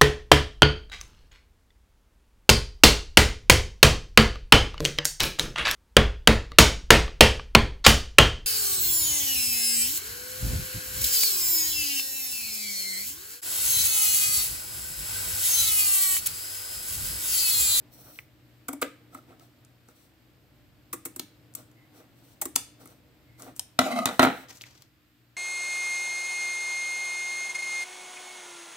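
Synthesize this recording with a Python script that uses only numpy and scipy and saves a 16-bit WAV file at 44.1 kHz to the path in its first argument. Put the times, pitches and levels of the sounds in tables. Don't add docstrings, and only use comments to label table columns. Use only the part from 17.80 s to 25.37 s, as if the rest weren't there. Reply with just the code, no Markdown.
import sys
import numpy as np
from scipy import signal
from scipy.fft import rfft, irfft, next_fast_len
from scipy.io import wavfile
from scipy.ndimage import uniform_filter1d

SR = 44100
rng = np.random.default_rng(int(sys.argv[2]) if len(sys.argv) > 2 else 0)


def gain_from_db(level_db):
    decades = np.asarray(level_db, float) / 20
    return 10 ** decades


def bounce(signal):
    frames = np.transpose(np.atleast_2d(signal))
    limited = np.clip(frames, -1, 1)
    pcm = np.round(limited * 32767).astype(np.int16)
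    wavfile.write(sys.argv[1], SR, pcm)


N = 333725
SIZE = next_fast_len(N + SR)
HZ = np.maximum(np.arange(SIZE // 2 + 1) * SR / SIZE, 1)
T = np.arange(N) / SR
BURST = 4000
BURST_HZ = np.arange(BURST // 2 + 1) * SR / BURST


def on_log(table):
    table = np.array(table)
    return np.interp(np.log(HZ), np.log(table[:, 0]), table[:, 1])


def shape(x, response):
    return irfft(rfft(x, SIZE) * response, SIZE)[..., :N]


def unit(response):
    return response / np.sqrt(np.mean(abs(response) ** 2))


def resonance(hz, centre, width):
    return 1j * hz * width / (centre ** 2 - hz ** 2 + 1j * hz * width)


def modes(table):
    return sum((-1) ** k * gain_from_db(db) * resonance(HZ, f, w) for k, (f, w, db) in enumerate(table))


def gaps(table):
    response = 1
    for f, w, db in table:
        away = f ** 2 - HZ ** 2
        response = response * (away + 2j * HZ * w * gain_from_db(db)) / (away + 2j * HZ * w)
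    return response


def strike(x, table):
    response = modes(table)
    return shape(x, response / abs(irfft(response)).max())


def walk(rate):
    k = int(SR / rate)
    steps = np.repeat(rng.standard_normal(N // k + 1), k)
    return 3.2 * uniform_filter1d(uniform_filter1d(steps, k), k)[:N]


def grains(spread_db, alike=0.52):
    size = gain_from_db(spread_db * np.minimum(rng.exponential(size=N), 4))
    shared, own = rng.standard_normal(N), rng.standard_normal((2, N))
    x = size * (np.sqrt(alike) * shared + np.sqrt(1 - alike) * own)
    return x / x.std()


def curve(rows):
    rows = np.array(rows)
    edge = np.clip(np.minimum(T - rows[0, 0], rows[-1, 0] - T) / 0.0085, 0, 1)
    return edge * gain_from_db(np.interp(T, rows[:, 0], rows[:, 1]))


def strokes(rows, attack_s, fade_db_s, axis):
    power = 0
    for row in rows:
        t = T - row[0]
        rise = np.clip(t / attack_s, 0, 1) ** 2
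        fade_db = fade_db_s * np.maximum(t - attack_s - row[1], 0)
        power = power + (rise * gain_from_db(row[axis] - fade_db)) ** 2
    return np.sqrt(power)


def add(out, s, burst):
    i = int(s * SR)
    out[:, i:i + len(burst)] += burst


def swell(ms, skew):
    u = np.arange(BURST) / (max(ms, .05) * SR / 1000)
    return (u / skew) ** skew * np.exp(skew - u)


def near_any(s, times, within_s):
    return min(abs(s - np.array(times))) < within_s


# time_s, level_db
BACK = [(0, 6.5), (0.28, 4.5), (0.5, 1.5), (1.2, 4.5), (2.1, 0.5), (3.3, 2.5), (4.3, 4), (5.3, 3),
        (6.9, 0.5), (7.1, -3.5), (7.567, -4.5)]
# multiple of mains, level_db, throb_depth (0-1), throb_hz
HUM = [(1, -6, 0.8, .38), (2, -1, 0.65, 1.62), (3, -11, 0.1, 1.62), (4, -12, .2, 1.62), (5, -10, .1, 1.62),
       (8, -22, .3, .38), (10, -21, .3, .38)]
# pitch_hz, density_db per Hz
AIR = [(15, -50), (25, -7.5), (107, 1), (132, 3.5), (167, -10.5), (253, -7), (300, -1.5), (321, -2.5),
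       (350, -10), (375, -13), (694, -16.5), (1220, -24.5), (1500, -23), (1950, -51), (3300, -120)]
# pitch_hz, density_db per Hz
HISS = [(590, -32), (1000, 3), (1240, 1), (1580, -1.5), (2220, -5), (2650, -6), (5050, -11.5), (5950, -18),
        (8070, -16), (9850, -23.5), (14300, -9), (15900, -18.5), (16500, -39.5)]
MAINS_HZ, THROB_TOP_S = 60, .07
RUMBLE_DB, AIR_DB, HISS_DB, HUM_DB = -63, -66.5, -68, -61


def kitchen():
    open_db = np.interp(T, *np.array(BACK).T)
    hum = 0
    for k, db, depth, rate in HUM:
        level = gain_from_db(db + 0.076 * k * open_db + 0.39 * walk(3.3))
        throb = 1 + depth * np.cos(2 * np.pi * rate * (T - THROB_TOP_S))
        hum = hum + level * throb * np.sin(2 * np.pi * (k * MAINS_HZ * T + rng.random()))
    out = gain_from_db(HUM_DB + 0.43 * open_db + np.array([[1.5], [-1.5]])) * hum
    rumble_db = RUMBLE_DB + 1.1 * open_db + .8 * walk(3.5)
    layers = ((AIR, 15, 160, rumble_db, .85),
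              (AIR, 160, 1300, AIR_DB + open_db, .75),
              (HISS, 1300, 17000, HISS_DB + 0.33 * open_db, .3))
    for table, lo_hz, hi_hz, db, alike in layers:
        band = gain_from_db(on_log(table)) / (1 + (lo_hz / HZ) ** 4) / (1 + (HZ / hi_hz) ** 8)
        out = out + gain_from_db(db + 0.19 * walk(7.3)) * shape(grains(.6, alike), unit(band))
    return out


# start_s, hold_s, film_hiss_db, rub_db
SLIDE = [(0.095, 0.25, -51.5, -76), (0.15, 0.11, -52.5, -54.5), (1.295, 0.042, -59.5, -52),
         (1.452, 0.023, -65, -53), (1.58, 0.012, -61, -59), (2.05, 0.0023, -61, -59), (2.12, 0.1, -65, -76),
         (3.73, 0.024, -53.5, -52.5), (4.11, 0.053, -60, -55.5), (4.33, 0.16, -62.5, -71.5),
         (4.97, 0.046, -58.5, -57), (5.025, 0.055, -59, -58.5), (5.565, 0.018, -47.5, -48.5),
         (5.62, 0.015, -54.5, -47), (5.735, 0.014, -60, -66), (6.27, 0.087, -51.5, -75),
         (6.44, 0.13, -53.5, -74.5)]
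# pitch_hz, density_db per Hz
FILM = [(1180, -39.5), (2000, -15.5), (4240, -6.5), (5050, -12.5), (5720, -4.5), (6760, -12.5),
        (8360, -2.5), (9460, -9), (15000, -3), (15900, -5), (16500, -35.5)]
# pitch_hz, density_db per Hz
RUB = [(88, -41), (150, -10.5), (218, -10), (306, 0), (414, -10.5), (692, -8.5), (983, -20.5),
       (1300, -13.5), (3000, -33), (3900, -34.5), (6600, -120)]
# pitch_hz, width_hz, lift_db
LIFTED_BANDS = [(4200, 250, 4.5), (5700, 290, 7.5), (8200, 460, 1), (10800, 500, 4.5), (13300, 600, 4),
                (15100, 400, 3)]
# start_s, hold_s, level_db
SQUEAKS = [
    (3.93, .07, -71),
    (5.44, .14, -71.5),
]
# pitch_hz, width_hz, level_db
SQUEAK = [(2030, 40, 1), (2160, 40, 0)]
LIFTED_UNTIL_S, LIFTED_SHEEN_DB = 1.2, 4
STROKE_ATTACK_S, STROKE_FADE_DB_S = 0.044, 270


def slide():
    hiss = strokes(SLIDE, STROKE_ATTACK_S, STROKE_FADE_DB_S, axis=2) * gain_from_db(0.71 * walk(54) - 5)
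    hiss = hiss * grains(1.6, alike=0.19)
    rub = strokes(SLIDE, STROKE_ATTACK_S, STROKE_FADE_DB_S, axis=3) * gain_from_db(1.2 * walk(40) - 3)
    rub = rub * grains(6.3, alike=0.94)
    squeak = strokes(SQUEAKS, STROKE_ATTACK_S, STROKE_FADE_DB_S, axis=2) * grains(1.2, alike=0.81)
    film = unit(gain_from_db(on_log(FILM)))
    sheen_db = LIFTED_SHEEN_DB * (2 / (1 + (11000 / HZ) ** 6) - 1.5)
    lifted_film = film * gaps(LIFTED_BANDS) * gain_from_db(sheen_db - 2)
    flat = T > LIFTED_UNTIL_S
    out = shape(hiss * flat, film) + shape(hiss * ~flat, lifted_film)
    return out + shape(rub, unit(gain_from_db(on_log(RUB)))) + shape(squeak, unit(modes(SQUEAK)))


# start_s,
# level_db, pitch_hz, width_hz
POPS = [(0.31, -48, 3400, 900), (0.3891, -21.5, 2250, 610), (0.3935, -36, 2100, 260),
        (6.2567, -20, 3750, 500), (6.272, -26.5, 3800, 300), (6.289, -28, 3800, 300),
        (5.7952, -38.5, 900, 220), (4.7605, -36.5, 1310, 130), (4.759, -36, 270, 60),
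        (5.058, -46.5, 9000, 3000), (6.8385, -40, 2180, 400)]
# start_s, level_db, length_ms, pitch_hz
CATCHES = [(6.1, -30.5, 6, 696), (6.122, -35.5, 2.5, 2105), (6.128, -30.5, 5, 236), (6.152, -30, 5, 704),
           (6.155, -29, 7, 226), (6.17, -37.5, 2, 2115), (6.18, -28, 4.5, 663), (6.183, -32, 4, 1236),
           (6.195, -30, 8, 227), (6.205, -34, 9, 1255), (6.21, -35, 5, 700), (6.235, -32.5, 4, 700)]
POP_ATTACK_MS = .35


def pops():
    out, t = np.zeros((2, N)), T[:BURST]
    for s, db, hz, width in POPS:
        envelope = (1 - np.exp(-1000 * t / POP_ATTACK_MS)) * np.exp(-np.pi * width * t)
        add(out, s, gain_from_db(db + 4.5) * envelope * np.sin(2 * np.pi * hz * t))
    for s, db, ms, hz in CATCHES:
        add(out, s, gain_from_db(db) * swell(ms, 2.5) * np.sin(2 * np.pi * hz * t))
    return out


# start_s, level_db, pitch_hz, low_knock_db,
# treble_db
CLICKS = [(0.358, -51, 3060, -76, -19), (0.388, -45, 2300, -53, 2), (1.5958, -41, 4100, -58, 4),
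          (1.8485, -44.5, 8350, -66, -22), (2.086, -46, 8650, -49.5, -19), (3.3955, -12.5, 4240, -38.5, 10),
          (3.738, -40, 9000, -70, -17), (3.914, -47, 1520, -66, -3), (5.074, -39, 9000, -64, -16),
          (4.76, 0.5, 8800, -29, -2), (5.0567, -35, 11960, -48, -18.5), (5.6212, -31, 8500, -68, -12),
          (5.7565, -50.5, 8500, -75, -21.5), (5.7626, -35, 8700, -75, -20.5), (5.7755, -46, 8000, -79, -9),
          (5.7944, -14.5, 9400, -56, -5), (6.2561, -3, 9000, -40, 0), (6.685, -47, 4580, -57.5, -20),
          (6.6944, -36.5, 1690, -70, -12), (6.7096, -41, 2200, -57, -14), (6.7712, -38, 7400, -69, -8),
          (6.811, -34.5, 3000, -57, -18), (6.8179, -31, 5300, -82, -7.5), (6.8382, -36.5, 2160, -76, -20),
          (6.9765, -50, 4970, -70, -12), (7.021, -35, 4660, -74, 1)]
CLEAN_CLICKS_S = [
    0.389,
    6.256,
    6.838,
]
# click_s, level_db
SQUEEZES = [
    (3.3953, -47),
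    (4.76, -20),
]
# pitch_hz, width_hz, level_db
BAG = [(323, 63, 1), (450, 210, -12.5), (262, 84, -3.5)]
# pitch_hz, width_hz, level_db
BLADE = [(860, 130, -5.5), (1290, 77, -4), (2200, 160, -12)]
SPRAY_MS, CLEAN_SPRAY_DB = 2.4, -11.5


def clicks():
    out, knock = np.zeros((2, 2, N))
    noises = rng.standard_normal((len(CLICKS), BURST))
    before = swell(2, 4.6) * (np.arange(BURST) < .008 * SR)
    for (s, db, centre_hz, low_db, treble_db), noise in zip(CLICKS, noises):
        broad = gain_from_db(treble_db) * 1j * BURST_HZ / (3000 + 1j * BURST_HZ)
        pitched = .8j * BURST_HZ * centre_hz / (centre_hz ** 2 - BURST_HZ ** 2 + .8j * BURST_HZ * centre_hz)
        colour = broad + pitched ** 2
        crack = irfft(colour) * (np.arange(BURST) < 400)
        spray = irfft(rfft(noise) * colour)
        clean_db = CLEAN_SPRAY_DB if near_any(s, CLEAN_CLICKS_S, .005) else 0
        spray *= gain_from_db(clean_db) / spray.std()
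        burst = gain_from_db(db + 3.5) * crack / abs(crack).max()
        burst += gain_from_db(db - 18.5) * spray * swell(SPRAY_MS, 0.46)
        add(out, s + 0.000884, burst)
        squeeze = sum(gain_from_db(squeeze_db) for at, squeeze_db in SQUEEZES if abs(at - s) < .01)
        add(out, s - .007, squeeze * spray[::-1] * before)
        add(knock, s + 0.0011, gain_from_db(low_db + 3) * swell(1, 1.1))
    return out + shape(knock * grains(1.3, alike=0.95), unit(modes(BAG + BLADE)))


# start_s, crackle_db, blade_db, bag_thump_db, length_ms
SNIPS = [(0.884, -18.5, -29, -24.5, 11.4), (0.9306, -24.5, -36, -29, 9.7), (1.016, -18.5, -25, -27, 20.9),
         (1.346, -35, -41.5, -46, 9.6), (3.1295, -18, -33, -30, 17.7), (3.253, -20, -39, -32, 18),
         (3.362, -23, -44, -37.5, 9.1), (3.7519, -17.5, -50, -64, 7), (4.6152, -12.5, -32.5, -39, 15.5),
         (4.6555, -16, -37.5, -29, 8), (5.5958, -40, -51.5, -55, 19), (5.7635, -37, -64.5, -80.5, 19)]
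WIDE_BITES_S = [
    0.93,
    4.615,
    5.763,
]
# pitch_hz, density_db per Hz
CRACKLE = [(1470, -62), (2500, -13.5), (2930, -22.5), (3830, -18.5), (4850, -20.5), (6200, -10),
           (6750, -13), (7670, -1.5), (9800, -4), (14000, -3.5), (15500, -2), (16500, -34.5)]
# pitch_hz, width_hz, level_db
BAG_LIFTED = [(281.4, 37, 8.5), (590, 170, -4.5), (740, 74, 1.5)]
# start_s, level_db
TAPS = [(0.886, -32), (.889, -40), (1.0205, -17), (1.0245, -19), (1.0265, -8.5), (1.0295, -13),
        (1.356, -41), (1.373, -44), (1.478, -50), (1.492, -47), (1.5, -47), (1.506, -48), (1.52, -52),
        (1.607, -44)]
# pitch_hz, width_hz, level_db
TIP = [(478, 47, 12), (1130, 110, -50), (1550, 220, 4.5), (2100, 55, -24), (2080, 110, 1)]
# pitch_hz, width_hz, level_db
THUD = [(256.6, 32.6, 1), (112, 69, -7), (332.6, 93, -5.5)]
BLADE_HZ, WIDE_BLADE_HZ = 1226, 815


def snips():
    film, ring, flat, lifted, tap = np.zeros((5, 2, N))
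    upper = 0.12 * resonance(BURST_HZ, 1700, 1607) - 0.27 * resonance(BURST_HZ, 2300, 440)
    soft = swell(0.17, 1.2) / swell(0.17, 3.5).sum()
    noises = rng.standard_normal((len(SNIPS), BURST))
    for (s, db, blade_db, bag_db, ms), noise in zip(SNIPS, noises):
        add(film, s - .001, gain_from_db(db - 13) * swell(0.37 * ms, 0.42))
        blade_hz = WIDE_BLADE_HZ if near_any(s, WIDE_BITES_S, .01) else BLADE_HZ
        rubbing = rfft(noise * swell(0.2 * ms, 1.3))
        blade = irfft(rubbing * (resonance(BURST_HZ, blade_hz, 170) + upper))
        add(ring, s, gain_from_db(blade_db + 3) * blade / abs(blade).max())
        bag = lifted if s < LIFTED_UNTIL_S else flat
        add(bag, s + 0.343 * ms / 1000, gain_from_db(bag_db) * soft)
        add(bag, s + 0.6965 * ms / 1000, gain_from_db(bag_db + 1) * soft)
    for s, db in TAPS:
        add(tap, s + 0.0013, gain_from_db(db - 2) * np.ones(3) / 3)
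    crackle = shape(film * grains(1.3), unit(gain_from_db(on_log(CRACKLE))))
    thump = strike(flat, BAG) + strike(lifted, BAG_LIFTED)
    thump += gain_from_db(-8) * strike(flat + lifted, THUD[1:2])
    damped_tip = [(f, 70 + w, db) for f, w, db in TIP]
    return crackle + ring + thump + strike(tap, damped_tip)


# start_s, level_db
SHUTS = [
    (4.7608, -20),
    (5.7952, -13.5),
    (3.3962, -37),
]
# pitch_hz, width_hz, level_db
SHUT = [(3190, 180, -5), (4400, 530, -11), (5300, 430, -7.5), (6690, 500, -10), (8300, 400, -3),
        (9600, 560, -4), (11000, 500, -4), (12600, 500, -14)]
# start_s, level_db, length_ms
PINGS = [
    (1.321, -57, 3.5),
    (1.33, -55, 2),
    (1.347, -38.5, 1.76),
    (1.386, -47, 1.5),
    (1.527, -55, 1.5),
    (1.608, -57, 2),
]
PING_HZ = 1304


def shut():
    blow, ping = np.zeros((2, 2, N))
    for s, db in SHUTS:
        add(blow, s, gain_from_db(db) * swell(0.22, .3) * rng.standard_normal(BURST) / 2.1)
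    for s, db, ms in PINGS:
        add(ping, s, gain_from_db(db) * swell(ms, 2.5) * np.sin(2 * np.pi * PING_HZ * T[:BURST]))
    return strike(blow, SHUT) + ping


# start_s, level_db, brightness_db
KNOCKS = [(5.9875, -5, -9.5), (5.989, -7, -8.5), (5.992, -11, -15), (5.996, -14.5, -15.5),
          (6.013, -18.5, -17.5), (6.015, -17.5, -17.5), (6.107, -27, -20.5), (6.127, -23.5, -18),
          (6.159, -24, -14), (6.187, -21.5, -8.5), (6.255, -13.5, -7), (6.256, -15.5, -6.5),
          (6.263, -22, -9.5), (6.273, -18.5, -13), (6.288, -18.5, -17), (6.293, -22, -17.5),
          (6.392, 1.5, -14.5), (6.394, -7.5, -21.5), (6.395, -4, -23.5), (6.399, -20.5, -19.5),
          (6.406, -19.5, -22.5), (6.419, -21, -16), (6.427, -3, -13), (6.43, -5, -22), (6.433, -10, -22),
          (6.438, -17.5, -21), (6.447, -6.5, -22.5), (6.457, -16, -24.5), (6.461, -15, -23.5),
          (6.469, -8.5, -24.5), (6.476, -18.5, -26), (6.483, -16.5, -25.5), (6.498, -24, -26.5),
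          (6.509, -30, -24)]
# pitch_hz, width_hz, level_db
BODY = [(258, 110, 1), (674, 42, 4), (1342, 110, 5.5), (1970, 80, -1.5), (2390, 70, -7), (3100, 100, -7.5),
        (3780, 80, -12.5), (4000, 60, -9)]
# time_s, level_db
DRAG = [
    (6.003, -24.5),
    (6.04, -31),
    (6.07, -33),
    (6.1, -33),
    (6.143, -32),
    (6.185, -29),
    (6.21, -35.5),
    (6.252, -39.5),
]
# pitch_hz, width_hz, level_db
SKID_FLAT = [(258, 35, -0.5), (673, 110, -0.5), (1060, 40, -9), (1351, 150, -6), (1970, 70, -14),
             (2250, 70, -15), (2950, 50, -19.5), (3160, 50, -21), (3940, 130, -15.5), (4750, 160, -29),
             (5460, 70, -26), (6880, 130, -19), (9000, 220, -24.5)]
# pitch_hz, width_hz, level_db
SKID = [(231, 15, 2.5), (660, 120, -3), (1210, 82, -2), (2070, 87, -8), (2630, 81, -19), (2970, 51, -18),
        (3220, 90, -21), (3955, 120, -18), (4800, 140, -28), (5550, 100, -27), (6760, 74, -26),
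        (9000, 240, -24), (9310, 36, -29)]
# pitch_hz, width_hz, level_db
SKID_GAPS = [(980, 80, -14), (1780, 200, -14), (440, 60, -9.5), (3660, 120, -16.5), (6050, 120, -9.5)]
# pitch_hz, density_db per Hz
GRIT = [(1470, -23), (2500, 0.5), (2840, -11.5), (3770, -2.5), (7370, -11), (8840, -8.5), (11700, -12),
        (15100, -10.5), (16500, -37)]
# start_s, length_s, rattle_db, fade_db_per_s
ROCK = [
    (6.255, .12, -33, 172),
    (6.393, 0.28, -21, 144),
]
# pitch_hz, density_db per Hz
RATTLE = [(47, -47.5), (80, -24), (327, -11.5), (373, -13.5), (517, -7), (552, -14.5), (672, -8.5),
          (818, -7.5), (1150, -19.5), (1310, -6.5), (3200, -25.5), (3800, -22.5), (4400, -33), (5200, -66),
          (8800, -120)]
# start_s, level_db, length_ms
JANGLES = [
    (6.421, -29, 1.2),
    (6.429, -31.5, 0.66),
    (6.436, -28, 2),
    (6.453, -35, 1),
]
# pitch_hz, density_db per Hz
CHATTER = [(1290, -30), (2200, -7.5), (3770, -19.5), (6420, -18.5), (8130, -13), (9540, -17.5),
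           (14900, -13), (16100, -21.5), (16500, -48.5)]
PUSH_MS = 0.027
SLAB_DB, SLAB_PER_DB = -10.5, 1.04
DRAG_GRIT_DB = -18
TIPS_UP_S, TIPS_UP_TAKES_S = 6.06, 0.045
CHATTER_DB, CHATTER_PER_DB = -23.5, 0.84


def scissors():
    push, thud, tick, jangle = np.zeros((4, 2, N))
    blow = swell(PUSH_MS, 1.4)
    slab = swell(0.21, 1.1) / swell(0.18, 1.3).sum()
    for s, db, bright_db in KNOCKS:
        add(push, s + 0.00239, gain_from_db(db + 0.5) * blow / blow.sum())
        add(thud, s + 0.0028, gain_from_db(SLAB_DB + SLAB_PER_DB * db) * slab)
        add(tick, s + .0022, gain_from_db(db + bright_db - 5.5) * swell(1.5, 0.34))
    for s, db, ms in JANGLES:
        add(jangle, s, gain_from_db(db) * swell(ms, 1))
    damped = [(f, 70 + 1.1 * w, db) for f, w, db in BODY[1:]]
    grit = gain_from_db(on_log(GRIT))
    tick_colour = unit(grit + modes(SKID_FLAT[6:]) * gain_from_db(12))
    knocks = strike(push, damped) + strike(thud, THUD) + shape(tick * grains(1.5), tick_colour)

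    slip = gain_from_db(1.1 * walk(83))
    pressure = curve(DRAG) * slip
    rubbing = pressure * gain_from_db(-3) * grains(3.5, alike=.9)
    tipped = np.clip((T - TIPS_UP_S) / TIPS_UP_TAKES_S, 0, 1)
    scrape = shape(rubbing * np.sqrt(tipped), unit(modes(SKID) * gaps(SKID_GAPS)))
    scrape += shape(rubbing * np.sqrt(1 - tipped), unit(modes(SKID_FLAT) * gaps(SKID_GAPS)))
    high_grit = unit(grit / (1 + (4800 / HZ) ** 6))
    scrape += shape(pressure * gain_from_db(DRAG_GRIT_DB) * grains(1.2), high_grit)

    rock = sum(curve([(s, db), (s + length, db - fade * length)]) for s, length, db, fade in ROCK)
    rattle = shape(rock * gain_from_db(1) * slip * grains(4.3, alike=0.79), unit(gain_from_db(on_log(RATTLE))))
    chatter = rock ** CHATTER_PER_DB * gain_from_db(CHATTER_DB) * slip + jangle
    rattle += shape(chatter * grains(1.7), unit(gain_from_db(on_log(CHATTER))))
    return knocks + scrape + rattle


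# start_s, hold_s, crinkle_db, sheen_db
GRAB = [
    (6.672, 0.015, -46.5, -52.5),
    (6.72, .015, -56, -51),
    (6.742, 0.01, -55, -54),
    (6.8, 0.0026, -54, -49.5),
    (6.83, 0.029, -55, -63),
    (6.88, 0.057, -60, -67.5),
    (6.96, .02, -56, -61),
    (7.0, .006, -61.5, -67),
]
# pitch_hz, density_db per Hz
CRINKLE = [(710, -15), (1200, -17), (1840, -11), (2150, -16.5), (3550, -18), (5700, -12), (11100, -17),
           (12000, -13), (15300, -15), (16000, -24), (16500, -45)]
GRAB_ATTACK_S, GRAB_FADE_DB_S = 0.0182, 423


def grab():
    colour, high = gain_from_db(on_log(CRINKLE)), 1 / (1 + (6000 / HZ) ** 6)
    snaps = gain_from_db(1.9 * walk(120) - 8) * grains(2.14)
    crinkle = strokes(GRAB, GRAB_ATTACK_S, GRAB_FADE_DB_S, axis=2) * snaps
    sheen = strokes(GRAB, GRAB_ATTACK_S, GRAB_FADE_DB_S, axis=3) * snaps
    return shape(crinkle, unit(colour * (1 - high))) + shape(sheen, unit(colour * high))


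# pitch_hz, width_hz, level_db
BOUNCE_GAPS = [(1744, 190, -10), (5130, 220, -2.5), (9700, 350, -3.5)]
# pitch_hz, left_minus_right_db
TILT = [(40, 5.5), (300, 3.5), (600, 0), (1300, 0), (2500, 1.5), (5000, 4.5), (10000, -2.5), (16000, -2.5)]
# pitch_hz, difference_minus_sum_db
SIDE_PORTS = [(60, -9.5), (200, -20.5), (380, -11), (700, -10.5), (1290, -1), (2380, 1.5), (4400, 0.5),
              (15000, -3)]


def ports(x, smear_ms=0.3, echo_db=-8.5):
    echoes = rng.standard_normal((2, 400)) * np.exp(-np.arange(400) / (smear_ms * SR / 1000))
    echoes = rfft(echoes / np.sqrt((echoes ** 2).sum(axis=1, keepdims=True)), SIZE)
    close = gain_from_db(echo_db) * echoes * 1j * HZ / (1700 + 1j * HZ)
    lead = np.array([[1j], [-1j]]) * gain_from_db(on_log(SIDE_PORTS))
    balance = gain_from_db(np.array([[.5], [-.5]]) * on_log(TILT))
    return shape(x, gaps(BOUNCE_GAPS) * balance * (1 + close - lead))


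# pitch_hz, t60_s, level_db
ROOM = [(143.5, 0.26, -3.5), (416, 0.16, -5), (1090, 0.17, -9), (3730, 0.29, -10), (8200, 0.26, -14.5),
        (14100, 0.2, -20.5)]
# pitch_hz, t60_s, level_db
LATE = [(352.3, 0.48, -14.5), (2600, 0.67, -15.5)]
# pitch_hz, width_hz, level_db
ROOM_GAPS = [(372, 35, -9.5), (305, 30, 2.5), (130, 20, -4.5), (186, 25, 3.5), (3400, 400, 1.5),
             (11000, 400, -5)]


def room(x):
    t, tail, hz_axis = T[:SR], 0, np.maximum(np.arange(SR // 2 + 1), 1)
    cells = signal.stft(rng.standard_normal((3, SR)), nperseg=256)[2]
    even = signal.istft(cells / np.sqrt(abs(cells)), nperseg=256)[1][:, :SR]
    even = rfft(even / even.std())
    for hz, t60, db in ROOM + LATE:
        alike = 0.97 / (1 + hz / 1800)
        mixed = np.sqrt(alike) * even[0] + np.sqrt(1 - alike) * even[1:]
        noise = irfft(mixed * np.exp(-(np.log2(hz_axis / hz) / 1.105) ** 2), SR)
        decay = gain_from_db(-60 * t / t60) * np.clip(t / 0.0047, 0, 1)
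        tail = tail + gain_from_db(db) * noise * decay * np.sqrt(2 * np.log(1000) / (t60 * SR))
    return shape(x[0], rfft(tail, SIZE) * gaps(ROOM_GAPS))


SHUT_ROOM_DB = -5
CLOSE_UNTIL_S, CLOSE_ROOM_DB = .5, -10


def scene():
    near = slide() + pops() + clicks() + snips() + scissors() + grab()
    blades = shut()
    to_room = (near + gain_from_db(SHUT_ROOM_DB) * blades) * gain_from_db(CLOSE_ROOM_DB * (T < CLOSE_UNTIL_S))
    return kitchen() + ports(near + blades) + room(to_room)


def band_limit(x):
    return signal.sosfilt(signal.butter(12, 17320, fs=SR, output="sos"), x)


def record(dry):
    rounded = np.tanh(0.76 * dry) / 0.84
    bass_cut = 1 / (1 + (75 / HZ) ** 2)
    top_cut = gain_from_db(-18) / (1 + (HZ / 16900) ** 60) + 1 / (1 + (HZ / 15800) ** 200)
    return band_limit(shape(rounded, bass_cut * top_cut))


dry = scene()
out = record(dry)
bounce(out)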